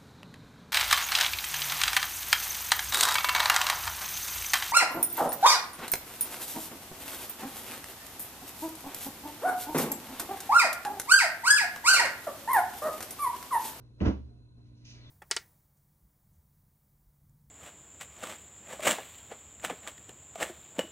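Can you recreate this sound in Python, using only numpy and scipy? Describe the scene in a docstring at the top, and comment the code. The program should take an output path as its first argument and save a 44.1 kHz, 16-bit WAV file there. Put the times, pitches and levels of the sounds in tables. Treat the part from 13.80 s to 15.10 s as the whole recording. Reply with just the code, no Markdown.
"""Faint mains hum and ventilation fill a quiet bedroom as a stack of folded bedding swishes through the air.
It flops onto a bed layer by layer: each impact excites the modes of bed base and mattress and
puffs air out through the cloth, and the room booms briefly. The bedding slumps; the frame knocks softly.
Then a hand sweeps over the sheet with a hiss of friction, and the weave zips lower as the hand slows."""
import sys
import numpy as np
from scipy import signal
from scipy.fft import rfft, irfft, next_fast_len
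from scipy.io import wavfile
from scipy.ndimage import map_coordinates

SR = 44100
rng = np.random.default_rng(int(sys.argv[2]) if len(sys.argv) > 2 else 0)


def materialize(psi):
    """Save the field psi as 16-bit PCM at rate SR to the path in sys.argv[1].

    A 1-D psi becomes a single channel; in a 2-D psi each row is a channel.
    """
    bounded = np.clip(np.atleast_2d(psi).T, -1, 1)
    quanta = np.round(bounded * 32767).astype(np.int16)
    wavfile.write(sys.argv[1], SR, quanta)


N = 57330

# layers of the stack landing: start_s, push_db, puff_db, puff_rise_s
LANDINGS = [(0.2089, -32, -29, 0.0037), (0.2199, -26.5, -32.5, 0.016), (0.2439, -31.5, -30.5, 0.011),
            (0.2637, -22, -26.5, 0.0036), (0.2834, -28.5, -35, 0.018)]
LANDING_PAN_DB = -2.5  # left minus right


def amp(db):
    """Amplitude ratio of a level in decibels."""
    return 10 ** (np.asarray(db) / 20)


def unit(x):
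    """Normalisation to rms 1."""
    return x / np.sqrt(np.mean(x ** 2) + 1e-20)


def pan(db):
    """Interchannel level difference as left and right gains."""
    return amp(np.array([[.5], [-.5]]) * db)


def along(points, hz):
    """Interpolation of (frequency_hz, value) points on a log frequency axis."""
    knots_hz, values = np.transpose(points)
    return np.interp(np.log(hz + 1), np.log(knots_hz + 1), values)


def since(start_s):
    """Elapsed seconds at each sample, zero before the start."""
    return np.maximum(np.arange(N) / SR - start_s, 0)


def curves(rows):
    """Linear interpolation in time of each column after the first."""
    times, *columns = np.transpose(rows)
    return [np.interp(since(0), times, column) for column in columns]


def wobble(knots_per_s):
    """Slow random modulation: a spline through Gaussian values."""
    return map_coordinates(rng.standard_normal(N // 8), [since(0) * knots_per_s], mode="wrap")


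def filtered(x, response):
    """Linear filtering: the spectrum times a complex frequency response."""
    size = next_fast_len(N + SR // 2)
    hz = np.fft.rfftfreq(size, 1 / SR)
    return irfft(rfft(x, size) * response(hz), size)[..., :N]


def rush(spectrum):
    """Partially coherent stereo noise of rms 1, mixed from independent mid and side signals."""
    # likeness at the two microphones: frequency_hz, correlation
    coherence = [(60, 0.64), (230, 0.44), (500, .65), (1000, .65), (4000, 0.68), (8000, .7)]

    def response(hz):
        angle = np.arccos(np.clip(along(coherence, hz), -1, 1)) / 2
        return amp(along(spectrum, hz)) * [np.cos(angle), np.sin(angle)]
    mid, side = filtered(rng.standard_normal((2, N)), response)
    return unit(np.array([mid + side, mid - side]))


def cloth(spectrum, grain_db):
    """Stick-slip friction: fibres catch and release, making the noise grainy."""
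    return unit(rush(spectrum) * amp(grain_db * wobble(knots_per_s=750)))


def narrowband(hz, width_hz):
    """Random quadrature modulation spreads a steady or gliding tone into a noise band of rms 1."""
    phase = 2 * np.pi * np.cumsum(hz * np.ones(N)) / SR
    return unit(wobble(width_hz) * np.cos(phase) + wobble(width_hz) * np.sin(phase))


def burst(start_s, rise_s, t60_s):
    """Transient envelope: a linear rise, then exponential decay."""
    attack = np.minimum(since(start_s) / rise_s, 1)
    return attack * np.exp(-np.log(1000) * since(start_s + rise_s) / t60_s)


def ring(start_s, hz, rise_s, t60_s):
    """Damped oscillation of one mode."""
    return burst(start_s, rise_s, t60_s) * np.sin(2 * np.pi * hz * since(start_s))


def mains_hum(waver_db=.8):
    """A motor's line spectrum, each partial wavering slightly in level."""
    # low partials: pitch_hz, level_db
    partials = [(59.2, -66.5), (97, -68), (119.6, -55)]
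    # upper partials: pitch_hz, level_db
    overtones = [(237, -69), (296, -68)]
    # their swell toward the end: time_s, gain_db
    swell = [(0, -5.5), (.75, -7), (.9, 0.5), (1.3, 1)]

    def tone(hz, db):
        envelope = amp(db + waver_db * wobble(knots_per_s=6.2))
        return envelope * unit(np.sin(2 * np.pi * (hz * since(0) + rng.random())))
    low = sum(tone(hz, db) for hz, db in partials)
    high = sum(tone(hz, db) for hz, db in overtones)
    return low + amp(curves(swell)[0]) * high


def ventilation(air_db=-60):
    """Steady airflow gives broadband noise with a thin narrowband whine."""
    # bands of the whine: centre_hz, level_db, width_hz
    whine_bands = [(990, -83, 140), (1500, -89.5, 190), (2620, -89, 190), (4120, -80, 120)]
    # spectrum of the moving air: frequency_hz, relative_db
    air_spectrum = [(25, -10), (60, 1.5), (160, -7), (300, -13.5), (500, -23), (900, -33), (1800, -44.5),
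                    (3300, -39.5), (4100, -30.5), (4800, -50), (6300, -42.5), (7600, -51), (11000, -43.5),
                    (13000, -75)]
    whine = sum(amp(db) * narrowband(hz, width) for hz, db, width in whine_bands)
    return whine + amp(air_db) * rush(air_spectrum)


def reverberation(x):
    """Diffuse field: convolution with a short decaying noise, different at each microphone."""
    # reverberation time of the bedroom: frequency_hz, t60_s
    decay_times = [(100, 0.77), (500, .36), (2000, 0.33), (8000, 0.46)]
    hz, t, noise = signal.stft(rng.standard_normal((2, SR // 2)), SR, nperseg=256)
    decay = np.exp(-np.log(1000) * t / along(decay_times, hz)[:, None])
    tail = signal.istft(noise * decay, SR, nperseg=256)[1]
    return signal.fftconvolve(x, tail / np.linalg.norm(tail[0]), axes=1)[:, :N]


def wall_reflections(x, count=9, span_s=0.027, level_db=-4):
    """Comb filtering: early reflections interfere with the direct sound above the bass."""
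    delays = span_s * (np.arange(count) + rng.random(count)) / count
    gains = rng.choice([-1, 1], count) * np.exp(-delays / span_s)
    gains = amp(level_db) * gains / np.linalg.norm(gains)

    def response(hz):
        highpass = hz / np.hypot(hz, 400)
        echoes = gains @ np.exp(-2j * np.pi * np.outer(delays, hz))
        return (1 + highpass * echoes) / np.hypot(1, highpass * amp(level_db))
    return filtered(x, response)


def frame_knocks(rise_s=.012):
    """Shifting weight excites the bed frame's modes in faint knocks."""
    # shifts of weight: start_s, level_db
    nudges = [(0.501, -56), (.585, -62.5), (0.766, -60.5)]
    # modes of the frame: pitch_hz, gain_db, t60_s
    modes = [(61.4, 8, 0.24), (244.3, -1, 0.15), (415.5, -4, 0.054), (710, -12, 0.39)]
    return sum(amp(level + db) * ring(start, hz, rise_s, t60)
               for start, level in nudges for hz, db, t60 in modes)


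def swish_and_settle():
    """Amplitude-modulated noise: air moves with the flying stack, and the bedding later slumps."""
    # the stack in flight: time_s, level_db
    swish = [(0, -64.5), (.06, -69), (.12, -74.5), (.17, -77.5), (.2, -55.5), (.23, -88.5)]
    # small soft slumps: start_s, level_db
    slumps = [(.45, -68), (0.538, -75.5), (0.766, -70)]
    # spectrum of both: frequency_hz, relative_db
    spectrum = [(150, -10), (350, 3), (700, -6.5), (1000, -10), (1550, -17), (2200, -23.5), (6000, -24.5),
                (7500, -48)]
    settling = sum(amp(db) * burst(start, rise_s=0.018, t60_s=0.42) for start, db in slumps)
    return (amp(curves(swish)[0]) + settling) * rush(spectrum)


def hand_sweep(grain_db=1.5):
    """Sliding friction hisses, then drags; the zip's pitch is the rate at which threads pass."""
    # the hand's stroke: time_s, hiss_db, drag_db
    stroke = [(.8, -100, -96), (.87, -78, -75.5), (.93, -95, -77), (.97, -75.5, -83.5),
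              (1.042, -77.5, -69.5), (1.053, -57, -70), (1.115, -56, -63.5), (1.16, -64, -58.5),
              (1.21, -73.5, -60), (1.3, -71.5, -59.5)]
    # bright friction spectrum: frequency_hz, relative_db
    hiss_spectrum = [(700, -14.5), (1500, -11.5), (2100, -5.5), (2650, 5.5), (3200, -1.5), (4000, 2),
                     (6300, 6), (7000, -9.5), (7700, -22), (10000, -20), (12000, -56.5)]
    # duller friction spectrum: frequency_hz, relative_db
    drag_spectrum = [(60, 11.5), (250, 9), (500, -1), (800, -3), (1400, -6.5), (2100, -3.5), (2700, -4),
                     (3200, -5.5), (4000, -0.5), (6300, -26.5), (7300, -29), (11000, -40)]
    # threads passing under the hand: time_s, pitch_hz, level_db
    weave = [(1.1, 4400, -78), (1.135, 4300, -68), (1.17, 4850, -68), (1.205, 4400, -72),
             (1.232, 4150, -65), (1.256, 4000, -62), (1.266, 3520, -62), (1.3, 3420, -66)]
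    hiss_db, drag_db = curves(stroke)
    weave_hz, weave_db = curves(weave)
    zip_started = since(weave[0][0]) > 0
    zipping = amp(weave_db) * narrowband(weave_hz, width_hz=200) * zip_started
    hiss = amp(hiss_db) * cloth(hiss_spectrum, grain_db)
    drag = amp(drag_db) * cloth(drag_spectrum, grain_db)
    return hiss + drag + zipping


def flop(grain_db=-1, t60_s=0.22):
    """Impact noise: cloth snaps and slaps on the sheet, and compression expels air from the layers."""
    # snap of the stack's leading edge: frequency_hz, relative_db
    snap_spectrum = [(400, -7), (1400, -5.5), (2700, 1), (3400, -11), (7000, -35.5), (8000, -49)]
    # air escaping through cloth: frequency_hz, relative_db
    puff_spectrum = [(30, -19), (70, 2), (150, -9), (220, 3.5), (320, -6.5), (430, -9), (680, -12.5),
                     (850, -18.5), (1400, -24.5), (2600, -41.5), (5000, -66.5)]
    # cloth meeting the sheet, lower layers first: start_s, level_db, rise_s
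    contacts = [(0.205, -44, 0.0099), (0.244, -37.5, 0.017)]
    # spectrum of those slaps: frequency_hz, relative_db
    slap_spectrum = [(300, -3.5), (800, 0), (1400, 0), (2000, -6), (2600, -3.5), (3300, -9), (4600, -14.5),
                     (6300, -15.5), (7000, -29), (7700, -44.5), (11000, -49.5), (12500, -78)]
    snap = amp(-42) * burst(start_s=.2035, rise_s=.002, t60_s=0.033) * cloth(snap_spectrum, grain_db)
    puffs = sum(amp(db) * burst(start, rise, t60_s) * rush(puff_spectrum)
                for start, _, db, rise in LANDINGS)
    slaps = sum(amp(db) * burst(start, rise, t60_s) * cloth(slap_spectrum, grain_db)
                for start, db, rise in contacts)
    return snap + pan(LANDING_PAN_DB) * puffs + slaps


def thump(rise_cycles=0.66):
    """Modal response: each layer strikes the bed base; then the mattress gives and the room booms."""
    # modes of the bed base: pitch_hz, gain_db, t60_s
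    base_modes = [(142, -4.5, 0.087), (197.1, 0.5, 0.16), (225.6, 1.5, 0.2), (266.7, -3, 0.13),
                  (299.8, 1, 0.089), (404.3, -13, 0.15), (519.4, -19.5, 0.15)]
    # the mattress's slow give and the room's lowest mode: pitch_hz, gain_db, t60_s
    boom_modes = [(74.8, -3, .3), (95, -9, 0.14), (69.8, -3, 0.57)]

    def struck(modes, lag_s):
        # low modes take longer to swell
        return sum(amp(push_db + db) * ring(start + lag_s, hz, rise_cycles / hz, t60)
                   for start, push_db, _, _ in LANDINGS for hz, db, t60 in modes)
    return pan(LANDING_PAN_DB) * struck(base_modes, lag_s=0) + struck(boom_modes, lag_s=0.0047)


def scene(reverb_db=-11.5):
    """Superposition at two microphones, the left one reached a little earlier."""
    # level difference: frequency_hz, left_minus_right_db
    balance = [(60, -1.7), (130, 0), (250, -1.5), (500, -2), (1000, 0.5), (2000, -1), (5000, 0)]
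    # phase difference: frequency_hz, left_lead_rad
    lead = [(20, 0), (150, .1), (400, .5), (850, 2.3), (1500, 1.6), (2200, 1.8), (3000, 2.6), (4000, 3.1),
            (4800, 3.4), (6400, 5.1), (7300, 6.4), (11500, 9.4)]

    def microphones(hz):
        phase = np.array([[.5], [-.5]]) * along(lead, hz)
        return pan(along(balance, hz)) * np.exp(1j * phase)
    fabric = wall_reflections(flop() + swish_and_settle() + hand_sweep())
    reverb = amp(reverb_db) * reverberation(fabric)
    background = mains_hum() + ventilation()
    return filtered(background + reverb + frame_knocks() + fabric + thump(), microphones)


def record(dry, cutoff_hz=12500):
    """Band limiting: an ideal low-pass removes the highest treble."""
    return filtered(dry, lambda hz: hz < cutoff_hz)


dry = scene()
out = record(dry)
materialize(out)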